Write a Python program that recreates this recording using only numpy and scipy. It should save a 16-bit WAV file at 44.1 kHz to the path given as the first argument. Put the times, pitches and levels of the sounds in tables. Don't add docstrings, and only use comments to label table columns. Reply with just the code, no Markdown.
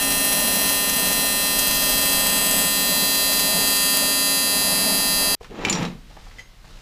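import sys
import numpy as np
from scipy import signal
from scipy.fft import rfft, irfft
from scipy.io import wavfile
from scipy.ndimage import map_coordinates

SR = 44100
rng = np.random.default_rng(int(sys.argv[2]) if len(sys.argv) > 2 else 0)


def digitize_waveform(pressure):
    field = np.atleast_2d(pressure).T
    bounded = np.clip(field, -1, 1)
    quanta = np.round(bounded * 32767).astype(np.int16)
    wavfile.write(sys.argv[1], SR, quanta)


N = 300446
T = np.arange(N) / SR

# f/Hz, width/Hz, level/dB, strongest at t/s, time from there to half strength/s, signed gain factor
ARC_RESONANCES = [(918, 119, 5.5, 2.5, 5.7, 1), (1380, 56, 5, 2, 3.8, -1.06),
                  (1788.6, 31, 11.5, 2, 5.4, 0.93), (2080, 26, 7.5, -2.5, 5.3, -1.5),
                  (2650.4, 30.8, 17, 1, 7.1, 1), (2700, 188, 14, 1.5, 5.7, -0.93),
                  (3324, 131, 12.5, 2.5, 3.75, 0.93), (3492, 510, 4.5, 3, 3.3, -1.06),
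                  (4091, 171, 15.5, 3.5, 5.3, 0.97), (4099.4, 53, 18, 2.5, 8.3, -1),
                  (4626, 42, 19.0, 4.5, 1.95, 1), (4828, 214, 11.5, 5, 3.1, -0.99),
                  (5046, 59, 12.5, 5, 3.9, 0.95), (5670, 45, 7.5, -1, 4.2, -1.02),
                  (6228, 45, 12, 9.5, 10.5, 0.93), (6910, 134, 9.5, 4.0, 1.9, -1.06),
                  (7870, 35, 13.5, 2.5, 1.65, 0.95), (8524, 32, 11, 1, 6.2, -0.94),
                  (9096, 30, 15.5, 3.5, 5.5, 0.97), (9880, 52, 14, 8.5, 8, -1.14),
                  (10163, 39, 10.5, 0.0, 1.9, 0.96), (10910, 33, 14, 0.5, 0.96, -1.1),
                  (11120, 108, 16, 5.5, 3.2, 0.81), (11847, 45, 18.5, 3, 2.1, -0.92),
                  (12350, 250, 4, 0.5, 3.8, 0.64), (12200, 2300, -5.5, 3, 3.3, 0.79),
                  (12700, 120, 0, 10.5, 6, -0.75), (13250, 47, 12, 5.4, 8.0, 0.89),
                  (14200, 160, 9, 3, 2, -0.96), (14690, 43, 16.5, 0, 4.2, -1.07)]
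# start t/s, length/s, level/dB
RESTLESS_SPELLS = [(0.021, 0.75, -26), (0.893, 0.36, -27), (1.587, 0.62, -26), (2.262, 0.373, -26),
                   (2.8, .1, -35), (3.07, .1, -29), (3.326, 0.066, -27.5), (3.674, .3, -28.5),
                   (4.782, 0.069, -40), (4.947, 0.042, -27.5)]
# t/s, level/dB
HARD_SNAPS = [(.105, -19.5), (1.589, -18), (2.886, -27), (3.316, -25), (3.33, -21), (3.394, -19)]
# f/Hz, level/dB
CRACK_COLOUR = [(1500, -17.0), (3000, 1.0), (7500, -10), (11000, -3), (14500, 9.0), (16500, -25)]
WASH_COLOUR = [(1000, -20.0), (2200, -6), (4000, -1.5), (7000, 1.5), (12000, 3.5), (15000, -13.0),
               (16500, -20.0)]
# multiple of the blade rate, level/dB
BLADE_TONES = [(1, -38.5), (2, -45.5), (4, -48.5), (5, -46)]
# f/Hz, level/dB
FAN_AIR_COLOUR = [(60, -11), (130, -14.5), (180, 2.5), (250, -1.5), (345, -12), (440, -7.5), (515, -9),
                  (620, -0.5), (750, -9), (860, -7), (1200, -20.5), (1600, -21), (2200, -17), (9000, -43)]
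# f/Hz, level/dB
RUMBLE_COLOUR = [(20, -7.5), (30, 1), (45, -5), (65, -21.5), (120, -22.5), (300, -34)]
# t/s, level/dB
RUMBLE_SWELLS = [(0, -43), (.8, -46.5), (1.9, -37.5), (3.1, -47.5), (4.3, -50), (5.1, -41), (6.8, -46.5)]
# f/Hz, level/dB
HISS_COLOUR = [(100, 6.5), (300, -8.5), (1000, -9.5), (4000, -10), (10000, -23), (15000, -25)]
# t/s, level/dB, f/Hz
DULL_BUMPS = [(5.410, -35, 500), (5.445, -37, 1500), (5.465, -54, 1200), (5.513, -42, 400),
              (5.598, -29, 400), (6.109, -46, 700), (6.168, -37, 756), (6.265, -42, 810),
              (6.311, -45, 1500), (6.644, -45, 1000)]
# start t/s, length/s, level/dB
GLOVE_STROKES = [(5.433, .028, -48), (6.1, .32, -51.5), (6.65, .2, -51)]
# f/Hz, level/dB
GLOVE_COLOUR = [(150, 8), (400, -3.5), (900, -3), (2000, -7), (5000, -8), (8000, -16), (14000, -31)]
# t/s, level/dB
TOOL_TOUCHES = [(6.385, -45), (6.393, -41)]
# f/Hz, t60/s, level/dB
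TOOL_MODES = [(2080, 0.72, -13), (2030, 0.092, 10), (3090, .12, -3), (4915, .17, -9), (6471, .22, -14)]
# f/Hz, level/dB
BOOM_COLOUR = [(80, -26), (130, -5), (170, 3), (240, -2.5), (330, -17), (600, -30)]
# f/Hz, level/dB
SCRAPE_COLOUR = [(250, 4), (500, -3), (900, 3), (1500, -2.5), (2700, -4.5), (4200, -12.5), (7000, -21),
                 (10000, -47), (14000, -39)]
# f/Hz, t60/s, level/dB
TUBE_MODES = [(2390, 0.033, 7), (2680, 0.051, -6), (3000, 0.043, 0), (3890, 0.093, 4.5), (5130, 0.058, -11),
              (5660, 0.19, -5.5), (6761, 0.096, -17), (7100, 0.038, 2), (9900, 0.14, -13),
              (11300, .18, -27), (12890, .2, -19), (13800, .15, -16)]
# t/s, ring level/dB, crack level/dB, most excited f/Hz
RIM_STRIKES = [(5.650, -15.5, -21.5, 2660), (5.685, -23, -31, 2850), (5.698, -13, -19, 7700),
               (5.727, -18, -16.5, 5600), (5.752, -27, -28, 4970), (5.828, -42, -31, 3900),
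               (5.852, -35, -31, 4220)]
# f/Hz, level/dB
STRIKE_COLOUR = [(600, -19), (1800, -10), (2700, 1.5), (3800, -2), (6000, -4.5), (9000, -18), (14000, -40)]

AC_HZ = 202.735
CLEANING_SHARE = .2697
WELDING_ENDS_S, BACKGROUND_RETURNS_S = 5.351, 5.4
SHOVE_S, FULL_SPEED_S, STOP_S = 5.51, 5.66, 5.845


def undb(db):
    return 10 ** (np.asarray(db) / 20)


def unit(x):
    return x / np.sqrt(np.mean(x ** 2))


def noise():
    return rng.standard_normal(N)


def walk(rate):
    points = rng.standard_normal(N)
    return np.interp(T * rate, np.arange(N), points)


def colour(x, points):
    hz, db = np.transpose(points)
    f = np.maximum(np.arange(N // 2 + 1) * SR / N, 1)
    low_end = 1 + (hz[0] / 2 / f) ** 2
    high_end = 1 + (f / hz[-1] / 2) ** 2
    gain = undb(np.interp(np.log(f), np.log(hz), db)) / np.sqrt(low_end * high_end)
    return unit(irfft(rfft(x) * gain, N))


def resonate(x, hz, width):
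    b, a = signal.iirpeak(hz, hz / width, fs=SR)
    return signal.lfilter(b, a, x + 1e-18)


def highpass(x, order, hz):
    return signal.sosfilt(signal.butter(order, hz, "highpass", fs=SR, output="sos"), x)


def hump(t, middle, width):
    return np.exp(-((t - middle) / width) ** 2)


def held(t, start, length, attack, release):
    rise = np.clip(1 + (t - start) / attack, 0, 1)
    return rise * np.exp(-np.maximum(t - start - length, 0) / release)


def fade(start, t60):
    return (T >= start) * np.exp(-np.log(1000) * np.clip((T - start) / t60, 0, 10))


def reflections(x, t60):
    tail = noise() * fade(0.00204, t60)
    return signal.fftconvolve(x, tail[:SR] / np.sqrt(np.sum(tail ** 2)))[:N]


def ring(start, modes, weights):
    t, out = T[:SR], np.zeros(N + SR)
    first = int(start * SR)
    for (hz, t60, db), weight in zip(modes, weights):
        decay = undb(db - 60 * t / t60)
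        out[first:first + SR] += weight * decay * np.sin(2 * np.pi * hz * t)
    return out[:N]


def clicks(times, sizes, size=8):
    at = np.floor(times * SR).astype(int)[:, None] + np.arange(1 - size, size + 1)
    offset = at - times[:, None] * SR
    shape = np.sinc(offset) * np.cos(np.pi * offset / size / 2) ** 2
    return np.bincount(np.clip(at, 0, N - 1).ravel(), (shape * sizes[:, None]).ravel(), N)


def cycle_times():
    return np.arange(.18 / AC_HZ, WELDING_ENDS_S, 1 / AC_HZ)


def unrest(times, calm_db=-34, heating_db_per_s=-1.2, rock_hz=13.3, rock_jitter=0.093,
           spit_db=4.0, spit_s=0.014, between_db=-4.5):
    size = undb(calm_db + heating_db_per_s * times)
    wobble = rock_jitter * np.interp(times, T, walk(rock_hz))
    for start, length, db in RESTLESS_SPELLS:
        swings = (times - start) * rock_hz + wobble - np.interp(start, times, wobble)
        spit = undb(spit_db) * np.exp(-(swings % 1) / rock_hz / spit_s)
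        spell = undb(db) * held(times, start, length, attack=0.017, release=.025)
        size = np.maximum(size, spell * np.maximum(spit, undb(between_db)))
    return size


def helmet_echo(x, far_s=.00167, near_s=.001505, lean_s=1.8, lean_takes_s=.45):
    leaning = (1 + np.tanh((T - lean_s) / lean_takes_s)) / 2
    delay = far_s + (near_s - far_s) * leaning
    return map_coordinates(x, [(T - delay) * SR], order=3)


def buzz(direct=0.66, back_swing=0.55, scatter=2.3, echo=0.076, gain_db=0.63, bass_hz=443.0, waver_db=0.22):
    times = cycle_times()
    lift_db = 0.9 * hump(times, middle=3.86, width=0.19)
    size = undb(gain_db + lift_db + waver_db * np.interp(times, T, walk(9)))
    uneven = 1 + scatter * unrest(times) * rng.standard_normal(len(times))
    restrikes = clicks(times, size * uneven)
    pulses = restrikes - back_swing * clicks(times - CLEANING_SHARE / AC_HZ, size)
    out = direct * highpass(pulses, 2, bass_hz)
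    for hz, width, db, best_s, reach_s, polarity in ARC_RESONANCES:
        coupling = undb(db) / (1 + ((T - best_s) / reach_s) ** 2)
        out = out + polarity * coupling * resonate(pulses, hz, width)
    return out + echo * helmet_echo(out)


def shimmer(x, depth_db=-12.0, slow_per_s=2.33, quick_per_s=18.0, quick_share=0.48, longest_s=.003,
            above_hz=3600.0, count=6):
    treble = highpass(x, 1, above_hz)
    out = x
    for delay in longest_s * (np.arange(count) + rng.random(count)) / count:
        drift = walk(slow_per_s) + quick_share * walk(quick_per_s)
        strength = undb(depth_db) / np.sqrt(count) * drift
        out = out + strength * np.roll(treble, int(delay * SR) + 1)
    return out


def sputter(scatter_db=4.0, crack_s=0.00031, crack_db=-3.5, wash_db=-1.0, wash_t60=0.046):
    times = cycle_times()
    size = unrest(times) * undb(scatter_db * np.clip(rng.standard_normal(len(times)), -2, 2))
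    for start, db in HARD_SNAPS:
        size[np.argmin(abs(times - start))] = undb(db)
    since_restrike = (T - times[0]) % (1 / AC_HZ)
    gate = unit(np.exp(-since_restrike / crack_s)) * np.interp(T, times, size)
    crack = colour(noise(), CRACK_COLOUR) * gate
    wash = reflections(colour(noise(), WASH_COLOUR) * gate, wash_t60)
    return undb(crack_db) * crack + undb(wash_db) * wash


def fan(blade_hz=273.2, air_db=-31.0, air_db_per_s=-0.31, gust_db=2.0, waver_db=-1.5):
    turn = 2 * np.pi * np.cumsum(blade_hz * (1 + 0.000542 * walk(2.96))) / SR
    tones = 0
    for multiple, db in BLADE_TONES:
        tone = np.sqrt(2) * np.sin(multiple * turn)
        tones = tones + undb(db + waver_db * walk(4.2)) * tone
    air_gain = undb(air_db + air_db_per_s * T + gust_db * walk(4.72))
    return tones + air_gain * colour(noise(), FAN_AIR_COLOUR)


def workshop(hiss_db=-54.0):
    swell = undb(np.interp(T, *np.transpose(RUMBLE_SWELLS)))
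    return colour(noise(), RUMBLE_COLOUR) * swell + undb(hiss_db) * colour(noise(), HISS_COLOUR)


def handling(bump_t60=0.052, grain_db=3.0, tick_db=-4.5):
    bumps, strokes, pings, touches = 0, 0, 0, 0
    for start, db, hz in DULL_BUMPS:
        thud = unit(resonate(resonate(noise(), hz, hz), hz, hz))
        bumps = bumps + undb(db) * thud * fade(start, bump_t60)
    for start, length, db in GLOVE_STROKES:
        strokes = strokes + undb(db) * held(T, start, length, attack=0.036, release=0.015)
    rub = colour(noise() * undb(grain_db * walk(200)), GLOVE_COLOUR) * strokes
    for start, db in TOOL_TOUCHES:
        pings = pings + undb(db) * ring(start, TOOL_MODES, np.ones(len(TOOL_MODES)))
        touches = touches + undb(db + tick_db) * fade(start, .08)
    ticks = touches * unit(resonate(noise(), 2800, 1400))
    return rub + bumps + pings + ticks


def shove(db, rise_db, t60, grip_s=0.017):
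    speed = np.clip((T - SHOVE_S) / (FULL_SPEED_S - SHOVE_S), 0, 1)
    sliding = held(T, SHOVE_S, STOP_S - SHOVE_S, grip_s, t60 / np.log(1000))
    return undb(db + rise_db * (speed - 1)) * sliding


def drag(grain_db=2.5, ring_db=-21.0):
    grains = noise() * undb(grain_db * walk(500))
    singing = 0
    for hz, t60, db in TUBE_MODES:
        width = np.log(1000) / np.pi / t60
        singing = singing + undb(db) * np.sqrt(t60) * resonate(grains, hz, width)
    metal = colour(grains, SCRAPE_COLOUR) + undb(ring_db) * unit(singing)
    scrape = metal * shove(db=-30.5, rise_db=19, t60=0.24)
    settle = undb(8.5 * hump(T, middle=5.825, width=0.041))
    boom = colour(noise(), BOOM_COLOUR) * shove(db=-32, rise_db=27, t60=0.6) * settle
    hollow = unit(resonate(resonate(noise(), 315, 350), 330, 380)) * shove(db=-33.5, rise_db=6.2, t60=0.3)
    return boom + hollow + scrape


def clinks(spread_octaves=0.25, spill=0.066, crack_t60=0.039):
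    out, mode_hz = 0, np.array(TUBE_MODES)[:, 0]
    crack = colour(noise(), STRIKE_COLOUR)
    for start, ring_db, crack_db, hz in RIM_STRIKES:
        weights = spill + np.exp(-(np.log2(mode_hz / hz) / spread_octaves) ** 2)
        out = out + undb(ring_db) * ring(start, TUBE_MODES, weights)
        out = out + undb(crack_db) * crack * fade(start, crack_t60)
    return out


def scene(wet_db=-8.0):
    welding = np.clip((WELDING_ENDS_S - T) * 1000, 0, 1)
    afterwards = np.clip((T - BACKGROUND_RETURNS_S) * 100, 0, 1)
    arc_and_fan = welding * (shimmer(buzz()) + sputter() + fan())
    background = workshop() * np.maximum(.13, welding + afterwards)
    bench = handling() + drag() + clinks()
    bench = bench + undb(wet_db) * reflections(bench, t60=0.27)
    return (arc_and_fan + bench + background)[None]


def record(dry):
    return signal.sosfilt(signal.ellip(10, .2, 70, 15250, fs=SR, output="sos"), dry)


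dry = scene()
out = record(dry)
digitize_waveform(out)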